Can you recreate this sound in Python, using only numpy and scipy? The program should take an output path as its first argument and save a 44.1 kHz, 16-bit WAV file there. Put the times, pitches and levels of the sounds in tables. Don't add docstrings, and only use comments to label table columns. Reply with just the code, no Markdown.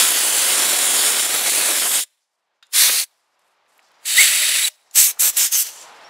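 import sys
import numpy as np
from scipy import signal
from scipy.fft import rfft, irfft, next_fast_len
from scipy.io import wavfile
from scipy.ndimage import uniform_filter1d, map_coordinates

SR = 44100
rng = np.random.default_rng(int(sys.argv[2]) if len(sys.argv) > 2 else 0)


def gain_from_decibels(decibels):
    exponent = np.asarray(decibels, float) / 20
    return 10 ** exponent


def store_wav(level_fs):
    pcm = np.round(np.clip(np.atleast_2d(level_fs), -1, 1) * 32767)
    wavfile.write(sys.argv[1], SR, pcm.T.astype(np.int16))


N = 268569
HZ = np.fft.rfftfreq(N, 1 / SR) + 1
T = np.arange(N) / SR

# low edge in Hz, high edge in Hz.
LAYER_BANDS_HZ = (6000, 12000), (1500, 6000), (0, 1500), (12000, 22050)
# frequency in Hz, level in dB per Hz.
ON_BRACKET = [(18, -74), (30, -43.5), (93, -36.5), (271, -11), (423, -7.5), (733, -4), (1170, -6),
              (2400, 1), (3300, 2), (4400, 0), (5650, -2), (6280, -1), (7160, 4), (10300, 2.5),
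              (12700, -9.5), (14500, -15), (15700, -14.5)]
IN_SLOT = [(18, -76.5), (30, -51), (371, -18.5), (469, -13.5), (535, -16), (977, -9.5), (1060, -8.5),
           (1300, -8.5), (1450, -8), (4350, 1.5), (5960, -4), (10600, -3.5), (15700, -16)]
IN_TUBE = [(18, -67), (30, -36), (183, -43), (293, -28.5), (508, -35), (610, -17.5), (677, -25.5),
           (1090, -21), (1880, -3.5), (2940, -0.5), (6110, -7), (7740, 0), (10100, -3.5), (13100, -7),
           (15700, -8.5)]
FREE_AIR = [(18, -66), (30, -37.5), (193, -31), (952, -14.5), (1060, -16), (1490, -13), (4580, -5.5),
            (7740, 6), (9800, 2), (11800, -2), (15700, -11)]
AIM_ENDS_S = 2.5, 3.5, 4.88, 5.18, 5.34, 5.5
# frequency in Hz, width in Hz, lift in dB.
TUBE_MODES = [(595, 53, 3), (1990, 240, 2), (2960, 380, 3.5), (3740, 130, 6.5), (4640, 490, 3.5),
              (7680, 620, 3.5), (10030, 450, 7), (11900, 400, 3.5)]
# frequency in Hz, width in Hz, lift in dB.
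FRAME_MODES = [(2730, 1530, 4.5), (6280, 1400, 1), (7760, 500, 2), (10200, 200, 0), (12280, 1100, 3),
               (13300, 700, 1.5)]
# frequency in Hz, width in Hz, lift in dB.
MIC_NOTCH = [(12800, 900, -4)]
# lag in ms, drift with the hand in ms, level in dB.
WALLS = [
    (.55, 0.094, -13.5),
    (1.901, .2, -23.5),
    (5.501, .4, -23.5),
]

# time in seconds, hiss in dB, contact with metal in dB.
FLOW_LONG = [(0, -14.5, -1.5), (.07, -19, 0.1), (.16, -19.5, -1.5), (.45, -19.5, -1), (.6, -20.5, 4.5),
             (1.0, -20, -0.1), (1.5, -20.5, 2), (1.995, -22.5, 3), (2.035, -28.5, -0.5)]
FLOW_MIDDLE = [
    [(2.74, -23, -4), (2.76, -16, -0.5), (2.815, -15, 1.5), (2.87, -16.5, 1.3), (2.908, -21, 2),
     (2.998, -21, 1.5), (3.038, -29, -3.5)],
    [(4.06, -28, -1.5), (4.075, -21.5, -3.5), (4.152, -21.5, 3), (4.172, -14.5, 0), (4.19, -11.5, 2),
     (4.296, -19, 3.5), (4.624, -21, 3.5), (4.682, -21, -6.5)],
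]
FLOW_PUFFS = [
    [(4.96, -18.5, 2), (4.974, -13.5, -1), (5.02, -13.5, -5), (5.054, -15.5, -5), (5.108, -28, 7)],
    [(5.2, -17.5, -12), (5.225, -18, 1), (5.27, -19.5, 4), (5.3, -23.5, 1)],
    [(5.373, -18.5, -0.5), (5.42, -18.5, 1.4), (5.447, -18.5, -0.3), (5.466, -21.5, -0.5)],
    [(5.528, -20, -2.5), (5.55, -20, 6), (5.58, -22, -3), (5.606, -21.5, -3.5), (5.626, -26, -8.5)],
]
# time in seconds, hiss in dB.
SEEP = [(5.3, -47), (5.36, -37.5), (5.5, -43.5), (5.64, -37.5), (5.67, -34.5), (5.72, -44), (5.77, -45.5),
        (5.83, -46.5), (5.88, -56.5), (5.95, -67), (6.09, -76)]
# fully open in seconds, rise in dB per second.
OPENS = [
    (0, 2000),
    (2.738, 1601),
    (4.056, 3500),
    (4.958, 3000),
    (5.197, 3500),
    (5.37, 2199),
    (5.526, 1600),
]
# start in seconds, fall in dB per second, echo left in the yard in dB.
SHUTS = [
    (2.037, 2202, -53.5),
    (3.04, 1800, -54.5),
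    (4.682, 2187, -46),
    (5.111, 1506, -43),
    (5.301, 1500, -39),
    (5.467, 1000, -36),
    (5.628, 1400, -50),
]
# fully open in seconds, leak in dB, rise in dB per second.
LEAKS = [
    (2.736, -38.5, 1000),
    (4.054, -41.5, 699),
    (4.957, -21, 1500.5),
    (5.197, -41, 1499),
]
# time in seconds, length in seconds, change in dB.
SWEEPS = [(.56, 0.025, -0.5), (.67, 0.011, -2.5), (1.03, 0.013, -0.5), (1.15, 0.0068, -1),
          (1.29, 0.054, -3), (1.346, 0.0099, 3), (1.42, 0.046, -3), (1.48, .03, 1), (1.9, 0.02, 0),
          (1.95, 0.029, 2)]
# time in seconds, length
# in seconds, change in dB.
SLIPS = [(1.216, .006, -18), (1.282, 0.0051, -5), (1.508, 0.0073, -15), (1.804, 0.009, -8.5),
         (1.894, 0.009, -8), (1.96, .07, -4), (2.024, .022, -13), (2.898, .008, 11)]
# splash, roar and edge, all in dB against the hiss.
LAYERS_DB = [
    (-3, -11, -6),
    (-1.5, -19, -4.5),
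    (-2.1, -22.5, -8),
    (-4.5, -23.5, -2),
    (-6, -20, -0.5),
    (-4.5, -22, -2),
    (-5.5, -22.5, 0.5),
]
CONTACT_SHARE = .3, 0.79, .1
# time in seconds, length in seconds, frequency in Hz, lift in dB.
GLINTS = [(0.093, 0.054, 11200.0, 4.1), (0.146, 0.054, 8440.0, -4.0), (0.363, 0.082, 14500, 3.8),
          (0.438, 0.139, 12500, -1), (0.48, 0.049, 8700.0, 2.5), (0.7, 0.015, 7640, 4.5),
          (0.723, 0.045, 13950.0, 6), (0.882, 0.023, 5250.0, -3.4), (1, 0.028, 4420, 5.5),
          (1.207, 0.093, 11020.0, -3), (1.353, 0.035, 14730.0, -3.5), (1.373, 0.028, 12500, 6.5),
          (1.395, 0.041, 8530.0, -6), (1.75, 0.038, 12750.0, 5.5), (1.872, 0.054, 12920.0, 4),
          (1.884, 0.035, 4480.0, -5), (1.892, 0.035, 11000, 4.5), (1.895, 0.041, 2840.0, -4.5),
          (1.95, 0.036, 8350.0, 3.5), (1.974, 0.03, 12400.0, 0.5), (1.974, 0.03, 14990.0, -6.5),
          (2.763, 0.014, 14990.0, -3.5), (2.766, 0.017, 10500, 3), (2.769, 0.023, 12750.0, -3.5),
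          (4.097, 0.056, 2380, -5.0), (4.14, 0.021, 12660.0, 1), (4.15, 0.14, 9600, -5.5),
          (4.65, 0.017, 2240.0, -1), (5.0, 0.027, 7750, 1.5), (5.085, 0.019, 14990.0, 5),
          (5.088, 0.023, 9400, 7), (5.09, 0.014, 4650.0, -11.5), (5.1, 0.012, 13090.0, 1),
          (5.216, 0.011, 1810.0, -0.5), (5.219, 0.014, 10250.0, 4), (5.379, 0.014, 5600.0, -8),
          (5.384, 0.012, 10770.0, 6), (5.393, 0.017, 15040, 5.9), (5.426, 0.033, 7000.0, 0.5),
          (5.448, 0.014, 14990.0, -6.2), (5.545, 0.036, 6000, 5.5), (5.547, 0.016, 12060.0, -10),
          (5.587, 0.021, 12060.0, 4), (5.613, 0.012, 9700, 5), (5.806, 0.045, 7200.0, 3.5)]

# start in seconds, traffic then in dB, climb in dB per second.
RECOVERY = [
    (2.041, -84, 20.5),
    (3.04, -73.5, 16.5),
    (4.691, -71.5, 41),
    (5.11, -53, 8),
    (5.309, -50, 1),
    (5.47, -59, 1),
    (5.64, -54, 39),
]
# frequency in Hz, level in dB per Hz.
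TRAFFIC = [(30, -34.5), (120, -21), (300, -13), (600, -2.5), (900, 0.5), (1400, -3.5), (2600, -9),
           (4000, -12.5), (8000, -36), (15700, -46)]
# frequency in Hz, level in dB per Hz.
RUSTLE = [(1500, -22), (3500, -7.5), (4500, 3), (5100, 4), (6000, 0.5), (7000, -1), (10000, -8),
          (13000, -11.5), (15700, -24.5)]
# low edge in Hz, high edge in Hz.
RUSTLE_BANDS_HZ = (3500, 7500), (7500, 14000)
# start in seconds, length in seconds, sleeve and fingers in dB against traffic.
RUBS = [(2.18, .1, 4, -8.5), (2.3, .15, -14, -13), (3.1, 0.24, -7, -10), (3.385, 0.04, -13, -12),
        (3.43, 0.069, -22, -7.5), (3.675, 0.04, -19.5, -9.5), (3.718, 0.056, -11, -4), (3.5, .03, -20, -12),
        (3.81, 0.09, -6, -16.5), (3.92, .15, -15, -23.5), (4.69, .05, 19, 10), (2.645, 0.035, -6, -4.5),
        (2.7, .02, -4, 1.5), (4.778, 0.14, -5, -21), (4.915, .02, 4, -4), (5.85, 0.25, -25, -30)]

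# start in seconds, frequency in Hz, level in dB, t60 in seconds.
TUBE_RING = [
    (2.045, 596, -71, .2),
    (2.045, 1210, -71.5, 0.16),
    (4.685, 613, -55, 0.26),
    (4.685, 3880, -60, 0.7),
]
# start in seconds, frequency in
# Hz, level in dB, t60 in seconds.
CREAKS = [(2.36, 8500, -84.5, .2), (3.84, 4800, -69, .15), (3.862, 3480, -68, 0.22), (3.94, 4800, -67, .15),
          (3.955, 5680, -69.5, .2), (3.985, 5000, -70.5, .25), (3.945, 6740, -73, .2),
          (4.9115, 7000, -44, 0.027)]
# frequency in Hz, level in dB, t60 in seconds.
LEVER_MODES = [(1604, 0, 0.057), (2016, -12, 0.21), (2864, -7, 0.13), (3750, 6.5, 0.057),
               (4113, -6.5, 0.041), (4850, -6.5, 0.12), (6137, -12, 0.04), (6960, -4, 0.062),
               (7075, -19, 0.047), (8936, -18.5, 0.05)]
# start in seconds, peak in dB, centre in Hz, t60 in seconds.
TICKS = [(2.6272, -36, 3740, 0.03), (2.6678, -45, 6600, 0.01), (3.3927, -55, 8500, 0.02),
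         (3.6626, -50, 2480, 0.025), (3.746, -60, 12500, .012), (3.7788, -47, 10500, 0.015),
         (3.7923, -40, 2396, 0.025), (3.796, -54, 9000, .02), (3.8294, -56, 7790, 0.015),
         (3.8864, -59, 11000, 0.012), (3.914, -43, 2450, 0.025), (3.917, -56, 9000, .02),
         (4.9112, -40, 7000, 0.02), (3.7209, -58, 6400, .03), (3.803, -56, 6000, .012)]
# start in seconds, peak in dB, centre in Hz, t60 in seconds.
KNOCKS = [
    (2.89, -14, 2490, 0.032),
    (2.895, -16.5, 1500, 0.028),
    (5.171, -30, 1200, 0.045),
]
# start in seconds, peak in dB, centre in Hz, t60 in seconds.
POPS = [
    (4.0542, -23.5, 2960, 0.046),
    (5.1942, -22.5, 3670, 0.038),
    (5.3673, -16, 3100, 0.022),
    (5.5229, -22.5, 2960, 0.033),
]
# time in seconds, pitch in Hz, level in dB.
WHISTLES = [
    [(4.172, 1824, -23.5), (4.184, 1961, -9.5), (4.218, 2275, -13), (4.236, 2054, -27)],
    [(4.17, 3624, -10.5), (4.18, 3740, -23.5), (4.19, 3724, -23.5)],
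    [(4.635, 3890, -40), (4.645, 4034, -18), (4.655, 3755, -17), (4.665, 3800, -39)],
    [(6.03, 5470, -84), (6.046, 5528, -50), (6.062, 5460, -52), (6.085, 5520, -58.5)],
]
# time in seconds, pitch in Hz.
GAP_HZ = [(4.96, 7740), (5.05, 7390), (5.1, 6415), (5.2, 7300), (5.3, 7900), (5.37, 5650), (5.47, 6710),
          (5.53, 6400), (5.63, 5640), (5.8, 7100)]

# frequency in Hz, side against mid in dB.
PORTS_APART = [(30, -5), (100, -16), (400, -30), (3000, -19), (7000, -17), (9500, -17), (11000, -9.5),
               (12500, -5.5), (14000, -7), (14800, -17), (15700, -22)]
# frequency in Hz, side against mid in dB.
DIFFUSE_APART = [(30, -8), (110, -12.5), (380, -33), (700, -49), (2380, -42.5), (4400, -25.5), (8120, -8.5),
                 (15000, -4.5)]
OFF_CENTRE_DB = -4.5, -7.5, -7, -3, -5.5, -1, -3.5

ECHO_LAYERS_DB, SEEP_LAYERS_DB = (1.3, -21.5, -3.5), (-0.5, -19, 1)
ECHO_FAST_DB_S, ECHO_SLOW_DB_S, ECHO_SLOW_DB = 420, 90, -10.5
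ECHO_TREBLE_DB_S, SEEP_TREBLE_DB_S = 40, 75
SLIP_BODY_SHARE, BODY_HZ = .6, (1300, 2800)
GLINT_WIDTH_HZ = 800
TRAFFIC_FULL_DB = -46
RUSTLE_REST_DB, RUB_EDGE_S = (-16, -24.5), 0.017
LEVER_S, LEVER_DB = 2.626, -48.5
GAP_DB, GAP_WIDTH_HZ = -7, 900
STEADY_SHARE = .5
IN_PHASE_DB = -7
TOP_HZ = 15760
CEILING, LATE_LIMIT = .9, (5.005, .016, 5)
LIMITER_FLOOR_HZ = 500


def shape(points):
    hz, db = np.transpose(points)
    return gain_from_decibels(np.interp(np.log(HZ), np.log(hz), db))


def modes(table):
    return gain_from_decibels(sum(db / (1 + (2 * (HZ - hz) / width) ** 2) for hz, width, db in table))


def band(lo_hz, hi_hz):
    below_top = 1 / (1 + (HZ / hi_hz) ** 16)
    below_bottom = 1 / (1 + (HZ / (lo_hz + 1e-3)) ** 16)
    return np.sqrt(np.abs(below_top - below_bottom))


def through(x, gain):
    size = next_fast_len(N + 8192)
    padded_hz = np.fft.rfftfreq(size, 1 / SR) + 1
    return irfft(rfft(x, size) * np.interp(padded_hz, HZ, gain), size)[..., :N]


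def noise(gain, lo_hz, hi_hz):
    spectrum = gain * rng.standard_normal(2 * len(HZ)).view(complex)
    inside = (HZ > lo_hz) & (HZ < hi_hz)
    return irfft(spectrum, N) * N / np.sqrt(2 * np.sum(np.abs(spectrum[inside]) ** 2))


def walk(rate):
    hold = int(SR / rate)
    steps = np.repeat(rng.standard_normal(N // hold + 1), hold)[:N]
    return 1.3 * uniform_filter1d(uniform_filter1d(steps, hold), hold)


def bumps(table):
    return sum(db * np.exp(-((T - s) / length) ** 2) for s, length, db in table)


def ring(hz, t60):
    t = T[:SR // 4]
    return np.sin(2 * np.pi * hz * t) * gain_from_decibels(-60 * t / t60)


def add(out, s, x):
    i = int(s * SR)
    out[i:i + len(x)] += x[:N - i]


def latest(starts):
    return np.maximum(np.searchsorted(starts, T) - 1, 0)


def airflow(aim):
    s, flow_db, contact_db = np.concatenate([FLOW_LONG, *FLOW_MIDDLE, *FLOW_PUFFS]).T
    valve = 0
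    for (opens, rise), (shuts, fall, _) in zip(OPENS, SHUTS):
        valve = valve + gain_from_decibels(np.minimum(rise * (T - opens), 0) - fall * np.maximum(T - shuts, 0))
    blast = valve * gain_from_decibels(np.interp(T, s, flow_db) + bumps(SWEEPS))
    leak = sum((T < opens) * gain_from_decibels(leak_db + rise * (T - opens)) for opens, leak_db, rise in LEAKS)
    blast = np.hypot(blast, leak)

    layers_db = np.transpose(LAYERS_DB)[:, aim] + np.outer(CONTACT_SHARE, np.interp(T, s, contact_db))
    layers_db[1] = layers_db[1] + bumps(SLIPS)

    s, seep_db = np.transpose(SEEP)
    seep = (T > s[0]) * gain_from_decibels(np.interp(T, s, seep_db, right=-120))

    shuts, _, echo_db = np.transpose(SHUTS)
    last = latest(shuts)
    since = np.maximum(T - shuts[last], 0)
    decay = np.hypot(gain_from_decibels(-ECHO_FAST_DB_S * since), gain_from_decibels(ECHO_SLOW_DB - ECHO_SLOW_DB_S * since))
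    echo = (since > 0) * gain_from_decibels(echo_db[last]) * decay

    gains = [np.sqrt(blast ** 2 + seep ** 2 + echo ** 2)]
    for k in range(3):
        layer_blast = blast * gain_from_decibels(layers_db[k])
        layer_seep = seep * gain_from_decibels(SEEP_LAYERS_DB[k])
        layer_echo = echo * gain_from_decibels(ECHO_LAYERS_DB[k])
        if k == 2:
            layer_seep = layer_seep * gain_from_decibels(-SEEP_TREBLE_DB_S * since)
            layer_echo = layer_echo * gain_from_decibels(-ECHO_TREBLE_DB_S * since)
        gains.append(np.sqrt(layer_blast ** 2 + layer_seep ** 2 + layer_echo ** 2))
    return gains


def jet():
    colours = [shape(ON_BRACKET), shape(IN_SLOT), shape(IN_TUBE) * modes(TUBE_MODES),
               shape(FREE_AIR) * modes(FRAME_MODES)]
    aim = np.searchsorted(AIM_ENDS_S, T)
    target = np.minimum(aim, len(colours) - 1)
    eddies_db = 0.51 * walk(40) + 0.88 * walk(300)
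    gains = airflow(aim)
    out = gains[0] * gain_from_decibels(GAP_DB + eddies_db) * singing_gap()
    for (lo, hi), gain in zip(LAYER_BANDS_HZ, gains):
        at_port = modes(MIC_NOTCH) * band(lo, hi)
        layer = np.choose(target, [noise(colour * at_port, lo, hi) for colour in colours])
        out = out + layer * gain * gain_from_decibels(eddies_db + 0.6 * walk(25))
    out = glinting(out)
    body = through(out, band(*BODY_HZ) ** 2)
    out = out + (gain_from_decibels(SLIP_BODY_SHARE * bumps(SLIPS)) - 1) * body
    return off_walls(out)


def off_walls(direct):
    total, power = direct, 1
    for lag_ms, drift_ms, db in WALLS:
        arrival = T - 1e-3 * (lag_ms + drift_ms * walk(4))
        total = total + map_coordinates(direct, [arrival * SR], order=3) * gain_from_decibels(db)
        power = power + gain_from_decibels(2 * db)
    return total / np.sqrt(power)


def glinting(x):
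    hz, s, cells = signal.stft(x, SR, nperseg=256)
    db = 0
    for at, length, centre_hz, lift_db in GLINTS:
        across_hz = np.exp(-((hz - centre_hz) / GLINT_WIDTH_HZ) ** 2)
        across_time = np.exp(-((s - at) / length) ** 2)
        db = db + lift_db * np.outer(across_hz, across_time)
    return signal.istft(cells * gain_from_decibels(db), SR, nperseg=256)[1][:N]


def surroundings():
    s, start_db, climb = np.transpose(RECOVERY)
    last = latest(s)
    climbing_db = start_db[last] + climb[last] * np.maximum(T - s[last], 0)
    traffic_db = np.minimum(climbing_db, TRAFFIC_FULL_DB)
    out = noise(shape(TRAFFIC), 400, 2000) * gain_from_decibels(traffic_db + 1.1 * walk(12))
    grain_db = 1.9 * walk(55) + 1.1 * walk(600)
    for k, (lo, hi) in enumerate(RUSTLE_BANDS_HZ):
        moving = gain_from_decibels(RUSTLE_REST_DB[k])
        for start, length, *levels_db in RUBS:
            onset = np.clip((T - start) / RUB_EDGE_S, 0, 1)
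            moving = moving + gain_from_decibels(levels_db[k]) * onset * np.exp(-((T - start) / length) ** 2)
        rubbing = noise(shape(RUSTLE) * band(lo, hi), lo, hi)
        out = out + rubbing * moving * gain_from_decibels(traffic_db + grain_db)
    return out


def tube_rings_and_creaks():
    out = np.zeros(N)
    for s, hz, db, t60 in list(TUBE_RING) + list(CREAKS):
        add(out, s, gain_from_decibels(db) * ring(hz, t60))
    return out


def lever_rattle():
    out = np.zeros(N)
    t = T[:SR // 4]
    body = sum(gain_from_decibels(db) * ring(hz, t60 / 10) for hz, db, t60 in LEVER_MODES)
    rattle = rng.standard_normal(SR // 4) * (gain_from_decibels(-60 * t / .05) + .2 * gain_from_decibels(-60 * t / .35))
    lever = gain_from_decibels(-16) * signal.fftconvolve(body, rattle)[:SR // 4] + gain_from_decibels(-3) * rattle
    lever = signal.lfilter(*signal.butter(3, [1200, 11000], "bandpass", fs=SR), lever)
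    add(out, LEVER_S, gain_from_decibels(LEVER_DB) * lever)
    return out


def ticks():
    out = np.zeros(N)
    for s, db, hz, t60 in list(TICKS) + list(KNOCKS) + list(POPS):
        edges_hz = [hz / 1.8, min(1.5 * hz, .45 * SR)]
        crack = rng.standard_normal(SR // 4)
        crack = signal.lfilter(*signal.butter(2, edges_hz, "bandpass", fs=SR), crack)
        crack = crack * gain_from_decibels(-60 * T[:SR // 4] / t60)
        add(out, s, gain_from_decibels(db) * (.2 * ring(hz, t60 / 2) + .9 * crack))
    return out


def whistles():
    out = 0
    for table in WHISTLES:
        s, hz, db = np.transpose(table)
        pitch = np.interp(T, s, hz) * (1 + .018 * walk(300))
        sounding = uniform_filter1d(1. * ((T > s[0]) & (T < s[-1])), size=200)
        strength = np.sqrt(2) * gain_from_decibels(np.interp(T, s, db) + 0.73 * walk(200))
        out = out + sounding * strength * np.sin(2 * np.pi * np.cumsum(pitch) / SR)
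    return out


def singing_gap():
    s, hz = np.transpose(GAP_HZ)
    flutter = noise(1 / (1 + (2 * HZ / GAP_WIDTH_HZ) ** 4), 0, SR)
    carrier = np.sin(2 * np.pi * np.cumsum(np.interp(T, s, hz)) / SR)
    return (T > AIM_ENDS_S[2]) * np.sqrt(2) * flutter * carrier


def scene():
    near = jet() + tube_rings_and_creaks() + lever_rattle() + ticks() + whistles()
    far = surroundings()
    wander = np.sqrt(2) * np.cos(np.cumsum(2 * np.pi * 130 / SR * (1 + .3 * walk(30))))
    lean = gain_from_decibels(np.choose(np.searchsorted(AIM_ENDS_S, T), OFF_CENTRE_DB) + 2.2 * walk(25))
    valve_open = sum(1. * ((T > a) & (T < b)) for (a, _), (b, *_) in zip(OPENS, SHUTS))
    blowing = uniform_filter1d(valve_open, size=600)
    lagged = through(lean * blowing * near, (1j - gain_from_decibels(IN_PHASE_DB)) * shape(PORTS_APART))
    side = (np.sqrt(STEADY_SHARE) + np.sqrt(1 - STEADY_SHARE) * wander) * lagged
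    side = side + wander * through(far + (1 - blowing) * near, shape(DIFFUSE_APART))
    return np.array([near + far + side, near + far - side])


def roll_off(x):
    return signal.sosfilt(signal.butter(12, 16300, fs=SR, output="sos"), x)


def record(dry):
    ceiling = CEILING * gain_from_decibels(bumps([LATE_LIMIT]))
    shaved = dry / (1 + np.abs(dry / ceiling) ** 4) ** .25 - dry
    top_cut = gain_from_decibels(-60 * np.clip((HZ - TOP_HZ) / 150 + .5, 0, 1) ** 2)
    limited = through(dry + through(shaved, band(LIMITER_FLOOR_HZ, SR)), top_cut)
    return roll_off(limited)


dry = scene()
out = record(dry)
store_wav(out)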